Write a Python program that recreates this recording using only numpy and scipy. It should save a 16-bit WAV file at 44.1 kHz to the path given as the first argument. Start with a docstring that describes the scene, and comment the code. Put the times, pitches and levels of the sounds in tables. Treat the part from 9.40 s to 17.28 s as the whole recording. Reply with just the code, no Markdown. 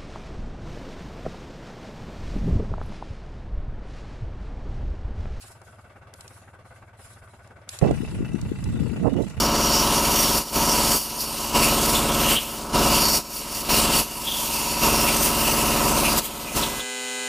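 """Air gun and piston compressor

An air gun blows out a cylinder head on a workshop bench while a compressor chugs, its knocks repeating
each turn. The turbulent jet hisses, drives ports, holes and gaps into resonance and chirps across edges.
The whole sound dips six times, then crossfades to the compressor sped up into a high buzzing whine."""
import sys
import numpy as np
from scipy import signal
from scipy.fft import rfft, irfft, next_fast_len
from scipy.io import wavfile

SR = 44100
rng = np.random.default_rng(int(sys.argv[2]) if len(sys.argv) > 2 else 0)


def digitize_waveform(pressure):
    """Quantize a signal to 16-bit integers and store it at the path in sys.argv[1].

    Rows of a 2-D input are taken as channels; values are limited to [-1, 1].
    """
    field = np.atleast_2d(pressure).T
    bounded = np.clip(field, -1, 1)
    quanta = np.round(bounded * 32767).astype(np.int16)
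    wavfile.write(sys.argv[1], SR, quanta)


N = 347493
TIME = np.arange(N) / SR
TURNS_PER_S, SPEED_UP = 18.36, 6.861


def from_db(db):
    """Amplitude ratio of a level in decibels."""
    return 10 ** (np.asarray(db) / 20)


def unit_rms(x):
    """Normalisation to an rms of 1."""
    return x / np.sqrt(np.mean(x ** 2) + 1e-20)


def in_time(curve):
    """Linear interpolation of (time, value) rows at every sample."""
    return np.interp(TIME, *np.transpose(curve))


def at_hz(spectrum, hz):
    """Interpolation of (frequency, level) rows on a logarithmic frequency axis."""
    row_hz, row_db = np.transpose(spectrum)
    return np.interp(np.log(hz + 1e-9), np.log(row_hz), row_db)


def bell(centre_s, length_s):
    """Gaussian pulse of height 1."""
    return np.exp(-np.minimum((2 * (TIME - centre_s) / length_s) ** 2, 50))


def drift(rate_hz):
    """Slow random fluctuation: low-pass noise of rms 1."""
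    step, run_in = 40, 2000
    pole = np.exp(-2 * np.pi * rate_hz * step / SR)
    white = rng.standard_normal(N // step + run_in + 2)
    slow = signal.lfilter([1], [1, -2 * pole, pole ** 2], white)[run_in:]
    return np.interp(np.arange(N) / step, np.arange(len(slow)), unit_rms(slow))


def noise(spectrum):
    """Spectral shaping of white noise to a given density in dB per Hz."""
    size = next_fast_len(N)
    gain = from_db(at_hz(spectrum, np.fft.rfftfreq(size, 1 / SR))) * np.sqrt(SR / 2)
    return irfft(rfft(rng.standard_normal(size)) * gain, size)[:N]


def resonance(hz, width_hz, size=N):
    """A cavity driven by turbulence gives narrow-band noise about its natural frequency; rms 1."""
    core = signal.butter(1, width_hz / 2, fs=SR, output="sos")
    skirt = signal.butter(1, width_hz * 1.5, fs=SR, output="sos")
    in_phase, quadrature = signal.sosfilt(np.vstack([core, skirt]), rng.standard_normal((2, size)))
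    phase = 2 * np.pi * np.cumsum(hz * np.ones(size)) / SR
    return unit_rms(in_phase * np.cos(phase) + quadrature * np.sin(phase))


# Strokes and valve slaps: (position in the cycle [turns], centre frequency [Hz], weight [dB])
PUMP_KNOCKS = [(.10, 200, 0), (.48, 230, 2), (.79, 600, 0), (.45, 1000, -3), (.69, 1000, 0),
               (.05, 1500, -3)]
def pump(strong, weak, speed, wobble_turns, count=95, size=8192):
    """Periodic knocks form a harmonic series on the rotation rate; the belt drive wobbles a little."""
    orders = np.arange(1, count + 1)
    normal_hz = orders * TURNS_PER_S
    # Standing waves in the room favour some harmonics.
    level_db = at_hz(weak, normal_hz * speed) + 2.8 * rng.standard_normal(count)
    for order, db in strong:
        level_db[order - 1] = db
    # The knocks set the phases, and reflections scatter them.
    phasors = rng.standard_normal(count) + 1j * rng.standard_normal(count)
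    for position, hz, db in PUMP_KNOCKS:
        band = from_db(db) * np.exp(-2 * np.log(normal_hz / hz) ** 2)
        phasors += band * np.exp(-2j * np.pi * orders * position)
    harmonics = from_db(level_db) * phasors / abs(phasors)
    one_turn = irfft(np.r_[0, harmonics], size) * size / np.sqrt(2)
    turns = TURNS_PER_S * speed * TIME + wobble_turns * drift(2.04)
    return np.interp(turns % 1, np.arange(size) / size, one_turn)


# Motor partials at normal speed: (frequency [Hz], level [dB])
MOTOR_PARTIALS = [(59.4, -35.5), (118.8, -49.5), (238.4, -38)]
def motor(speed):
    """Superposed sinusoids: the electric motor hums at its own rate, unrelated to the pump's."""
    return sum(np.sqrt(2) * from_db(db) * np.sin(2 * np.pi * (hz * speed * TIME + rng.random()))
               for hz, db in MOTOR_PARTIALS)


# Strong pump harmonics: (harmonic number, level [dB])
PUMP_HARMONICS = [(2, -36), (6, -43), (7, -39.5), (9, -37.5), (10, -41.5), (12, -32), (15, -40),
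                  (16, -35.5), (18, -38.5), (19, -49), (20, -38), (22, -42), (28, -45.5), (30, -39),
                  (31, -36), (34, -39.5), (38, -40), (39, -38.5), (49, -39), (50, -40), (51, -56),
                  (53, -36), (54, -43.5), (56, -59), (57, -41.5), (58, -39.5), (59, -42), (63, -42.5),
                  (70, -38.5), (72, -40)]
# Envelope of the weaker harmonics: (frequency [Hz], level [dB])
PUMP_ENVELOPE = [(18, -64), (55, -51.5), (150, -49.5), (450, -48), (800, -53), (1000, -72.5), (1300, -58.5),
                 (1500, -53), (1750, -64.5)]
# Intake and fan noise: (frequency [Hz], spectral density [dB per Hz])
INTAKE_SPECTRUM = [(15, -75), (40, -65), (90, -61.5), (170, -65), (320, -68.5), (420, -56), (500, -65),
                   (600, -61.5), (760, -64), (950, -59), (1250, -60.5), (1600, -71.5), (3000, -86)]
def compressor(gulp_depth=0.23):
    """Pump and motor sound over intake noise, amplitude-modulated by one gulp of air per turn."""
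    chug = pump(PUMP_HARMONICS, PUMP_ENVELOPE, speed=1, wobble_turns=0.0018)
    gulps = 1 + gulp_depth * np.cos(2 * np.pi * (TURNS_PER_S * TIME - 2 / 3))
    return chug + motor(speed=1) + gulps * noise(INTAKE_SPECTRUM)


# Jet noise: (frequency [Hz], relative spectral density [dB])
HISS_SPECTRUM = [(500, -13), (1500, -9), (2200, -3), (3750, -2.5), (5000, -0.5), (6800, 0.5), (7500, 0),
                 (9300, 2.5), (11000, 1), (12700, 2), (14300, -0.5), (16000, 1)]
def jet_hiss(level_db, patchy_db=1.7, bands=22):
    """Turbulent noise brightens as it grows; its bands swell independently as the nozzle moves."""
    tilt_db_per_octave = -2.5 + 0.42 * (level_db + 23)
    size = next_fast_len(N)
    spectrum = rfft(unit_rms(noise(HISS_SPECTRUM)), size)
    hz = np.fft.rfftfreq(size, 1 / SR)
    edges_hz = np.linspace(0, 16000, bands + 1)
    hiss = np.zeros(N)
    for low, high in zip(edges_hz, edges_hz[1:]):
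        band = irfft(spectrum * ((hz >= low) & (hz < high)), size)[:N]
        octaves = np.log2(max(high, 4000) / 10000)
        hiss += band * from_db(tilt_db_per_octave * octaves + patchy_db * drift(5.3))
    return from_db(level_db) * hiss


# Modes of the narrow gaps: (frequency [Hz], bandwidth [Hz], relative level [dB])
GAP_MODES = [(4483, 75, -3), (4826, 280, -4.5), (5470, 330, -4.5), (5740, 150, -7), (6660, 170, -7.5),
             (6890, 270, -8)]
# How squarely the jet meets the gaps: (time [s], relative level [dB])
GAP_COUPLING = [(0, 2), (.39, 1.5), (.45, -4), (2.17, -6), (2.88, -13.5), (3.24, -11), (3.65, -0.5),
                (3.84, -5), (5.04, -10.4), (5.37, -2.5), (5.74, -10.5), (6.85, -17), (7.31, -12)]
def gap_ringing(jet_db, usual_hz=5250, reach_hz=550, trim_db=-1.35):
    """Selective excitation: all gaps resonate, with a boost near the frequency the jet favours."""
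    # Around each whistle, the favoured frequency is pulled towards its pitch.
    pulls = [(1.3 * bell(s - .02, 0.31), hz) for s, _, hz, _, _ in GAP_WHISTLES]
    favoured_hz = (usual_hz + sum(pull * hz for pull, hz in pulls)) / (1 + sum(p for p, _ in pulls))
    gains = [from_db(db) * (1 + 1 / (1 + ((hz - favoured_hz) / reach_hz) ** 2))
             for hz, _, db in GAP_MODES]
    ringing = sum(gain * resonance(hz, width) for gain, (hz, width, _) in zip(gains, GAP_MODES))
    return from_db(jet_db + in_time(GAP_COUPLING) + trim_db) * ringing / np.linalg.norm(gains, axis=0)


# Howl of a bolt hole: (time [s], level [dB])
HOLE_LEVEL = [(0, -38), (.39, -32), (1.06, -35.5), (2.06, -30), (2.6, -37), (3.05, -26), (3.23, -42),
              (3.6, -28), (3.73, -40), (4.05, -32.5), (4.78, -29), (5.0, -29), (5.3, -27), (5.81, -34.5),
              (6.07, -27.5), (6.6, -38), (7.3, -34)]
# Its resonance: (time [s], frequency [Hz])
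HOLE_FREQUENCY = [(0, 2870), (4.5, 2800), (5.3, 2720), (6.3, 2770)]
def bolt_hole(swell_db, swell_share=0.48):
    """Cavity resonance of a bolt hole, sinking slightly as the nozzle moves along the casting."""
    level_db = in_time(HOLE_LEVEL) + swell_share * swell_db
    return from_db(level_db) * resonance(in_time(HOLE_FREQUENCY), width_hz=287)


# Howl of the big port: (time [s], level [dB])
PORT_LEVEL = [(0, -47), (.52, -26), (.85, -36), (1.1, -28.5), (2.15, -27.5), (2.3, -35.5), (4.6, -31),
              (5.22, -25), (5.7, -34), (7.3, -34.5)]
def big_port():
    """Cavity resonance of the port: a larger cavity has a lower natural frequency."""
    return from_db(in_time(PORT_LEVEL)) * resonance(955, width_hz=102)


def workshop(sound, t60_s=0.12, wet_db=-12.0):
    """Reverberation: dense reflections in the cluttered room decay exponentially."""
    age = TIME[:SR // 2]
    tail = rng.standard_normal(len(age)) * from_db(-60 * age / t60_s) * (age > .004)
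    return sound + from_db(wet_db) * signal.fftconvolve(sound, tail / np.linalg.norm(tail))[:N]


def lock_in(events, sputter_db, release_s=0.087):
    """Lock-in: the jet snaps onto a cavity's frequency, sputters and lets go more slowly."""
    tones = np.zeros(N)
    for peak_s, length_s, hz, width_hz, db in events:
        near = np.flatnonzero(abs(TIME - peak_s) < 1 / 3)
        age = TIME[near] - peak_s
        rise = np.exp(-(age / (length_s * 0.47)) ** 2)
        fall = 1 / (1 + (2 * age / length_s) ** 2)
        tail = 0.24 * np.exp(-abs(age) / release_s)
        envelope = np.where(age < 0, rise, np.maximum(fall, tail))
        tones[near] += envelope * from_db(db) * resonance(hz, width_hz, size=len(near))
    return tones * from_db(sputter_db * drift(70))


# Whistles: (peak time [s], duration [s], frequency [Hz], bandwidth [Hz], level [dB])
GAP_WHISTLES = [(.23, .12, 5760, 120, -31), (.376, 0.049, 5550, 700, -23), (.568, .045, 5640, 700, -24),
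                (0.799, .11, 5740, 250, -27), (1.31, .07, 5700, 500, -24), (1.809, .05, 4980, 700, -16.5),
                (3.66, .2, 4475, 60, -27), (3.69, .18, 5520, 220, -24.5), (4.57, .08, 4490, 60, -25.5),
                (5.589, 0.11, 5400, 500, -28.5), (6.71, .07, 4800, 500, -29)]
def gap_whistles():
    """Flow-excited resonance: the jet locks onto one narrow gap and whistles."""
    return lock_in(GAP_WHISTLES, sputter_db=0.5)


# Slow sway of the overall level: (time [s], gain [dB])
LEVEL_SWAY = [(0, 2), (1.0, -1.2), (2.41, -1.15), (2.8, 1), (3.53, 0.65), (3.78, -4.5), (4.4, -1),
              (5.92, -1.87), (6.44, 1.3), (7.2, -0.8)]
# Dips of the whole sound: (start [s], end [s], recovery time [s], overshoot [dB])
LEVEL_DIPS = [(0.982, 1.159, .04, 2), (1.548, 2.155, .035, 5), (2.938, 3.352, 0.036, 4.5),
              (3.773, 4.294, .008, 3), (4.595, 5.438, .03, 5), (6.775, 7.164, 0.028, -0.3)]
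def sway_and_dips_db(dip_db=-15, fall_s=0.059, creep_db_per_s=13.5, settle_s=.2):
    """Slow amplitude modulation: in each dip the level drops, creeps up, snaps back and settles."""
    level_db = in_time(LEVEL_SWAY)
    for start, end, rise_s, overshoot_db in LEVEL_DIPS:
        fallen = np.clip((TIME - start) / fall_s, 0, 1)
        recovered = np.clip((TIME - end) / rise_s + 1, 0, 1)
        sunk_db = fallen * (dip_db + creep_db_per_s * (TIME - start))
        settling_db = overshoot_db * np.exp(-np.maximum(TIME - end, 0) / settle_s)
        level_db += (1 - recovered) * sunk_db + recovered * settling_db
    return level_db


# Chirps: (peak time [s], duration [s], frequency [Hz], bandwidth [Hz], level [dB])
EDGE_CHIRPS = [(2.248, 0.082, 2590, 380, -25.5), (2.382, 0.04, 3300, 380, -28),
               (2.556, 0.022, 3436, 400, -20), (2.71, .03, 3350, 350, -28), (2.9, .15, 3030, 450, -28),
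               (2.98, 0.034, 3080, 480, -10), (4.881, 0.019, 3350, 340, -7.5), (4.93, 0.18, 3350, 400, -21),
               (5.689, 0.058, 2520, 300, -28), (6.66, .06, 2580, 320, -24), (6.789, 0.012, 4000, 2000, -18),
               (6.87, 0.079, 3200, 800, -24), (7.09, .06, 2525, 280, -25), (7.233, .018, 3520, 700, -16),
               (7.411, .028, 3450, 400, -17)]
def edge_chirps():
    """Edge excitation: the jet briefly sounds a hole as it crosses the edge."""
    return lock_in(EDGE_CHIRPS, sputter_db=1.5)


# Hiss as the jet nears and leaves the casting: (time [s], level [dB])
JET_LEVEL = [(0, -24.5), (.09, -31.5), (.28, -27), (1.11, -18.5), (1.17, -22.5), (2.06, -18.5), (2.14, -26),
             (2.45, -21.5), (2.71, -28.5), (3.02, -16.5), (3.32, -31), (3.61, -20.5), (4.52, -24.5),
             (4.96, -14), (5.51, -23), (6.05, -21), (6.42, -24.5), (7.3, -22.5)]
# Swells as the nozzle sweeps close over a rim: (peak time [s], duration [s], gain [dB])
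RIM_SWELLS = [(.37, .12, 2.5), (0.56, 0.029, 1.5), (.817, .066, 3), (1.61, .15, 8.5), (1.816, .062, 7),
              (2.243, 0.079, 5), (2.562, 0.08, 3.5), (3.753, 0.13, 5), (3.968, 0.13, 8.9), (4.173, .132, 8),
              (4.373, .137, 4.2), (4.596, .141, 5.5), (5.148, 0.076, 2), (5.846, 0.098, 5),
              (6.007, 0.066, 1.5), (6.566, 0.084, 1.5), (6.787, .021, 12), (6.852, 0.049, 12)]
def air_gun(flutter_db=1.0):
    """Source and resonators: one fluttering jet hisses and excites the cavities of the casting."""
    swell_db = sum(db * bell(peak_s, length_s) for peak_s, length_s, db in RIM_SWELLS)
    jet_db = in_time(JET_LEVEL) + swell_db
    jet = jet_hiss(jet_db) + gap_ringing(jet_db) + bolt_hole(swell_db)
    port = big_port()
    jet += gap_whistles() + edge_chirps()
    flutter = from_db(flutter_db * drift(35))
    return workshop(jet * flutter) + port


# Strong harmonics of the sped-up pump: (harmonic number, level [dB])
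FAST_HARMONICS = [(2, -44.5), (4, -43), (6, -46.5), (8, -49.5), (12, -44), (16, -39), (19, -47),
                  (20, -43.5), (22, -47), (24, -41.5), (26, -53), (29, -53), (30, -52), (31, -45),
                  (34, -46.5), (51, -46), (54, -44), (55, -44), (57, -46), (59, -47), (61, -47), (64, -59),
                  (69, -46), (70, -48), (73, -47)]
# Envelope of its weaker harmonics: (frequency [Hz], level [dB])
FAST_ENVELOPE = [(126, -75), (380, -66), (880, -48.5), (1130, -62), (1300, -50.5), (3000, -61), (5000, -55),
                 (6000, -57), (7000, -66), (9000, -50.5), (10000, -66), (12000, -71)]
# Its thin intake and fan noise: (frequency [Hz], spectral density [dB per Hz])
FAST_INTAKE_SPECTRUM = [(100, -91), (400, -83), (1500, -84), (2300, -81), (2900, -74), (3500, -75),
                        (4200, -79), (5200, -81), (6500, -79), (9000, -81), (10500, -88), (16000, -89)]
def fast_compressor(motor_db=-8.0):
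    """Frequency scales with repetition rate: nearly seven times faster, the knocks fuse into a whine."""
    whine = pump(FAST_HARMONICS, FAST_ENVELOPE, SPEED_UP, wobble_turns=0.0022)
    return whine + from_db(motor_db) * motor(SPEED_UP) + noise(FAST_INTAKE_SPECTRUM)


# Fade-out of the sound at normal speed: (time [s], gain [dB])
NORMAL_FADE_OUT = [(7.194, -1), (7.293, -8.5), (7.405, -12.5), (7.52, -55)]
# Fade-in of the sped-up compressor: (time [s], gain [dB])
FAST_FADE_IN = [(0, -90), (6.85, -70), (6.95, -17), (7.1, -12), (7.25, -5), (7.45, -1.5), (7.88, 0.5)]
def scene():
    """Superposition: compressor and air gun crossfade to the whine, alike in both channels."""
    normal_db = sway_and_dips_db() + in_time(NORMAL_FADE_OUT)
    mono = from_db(normal_db) * (compressor() + air_gun())
    mono += from_db(in_time(FAST_FADE_IN)) * fast_compressor()
    return np.array([mono, mono])


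def record(dry, ceiling=.8, cutoff_hz=15300):
    """Soft saturation rounds the highest peaks; a steep low-pass filter removes the top treble."""
    rounded = ceiling * np.tanh(dry / ceiling)
    return signal.sosfilt(signal.ellip(14, .1, 70, cutoff_hz, fs=SR, output="sos"), rounded)


dry = scene()
out = record(dry)
digitize_waveform(out)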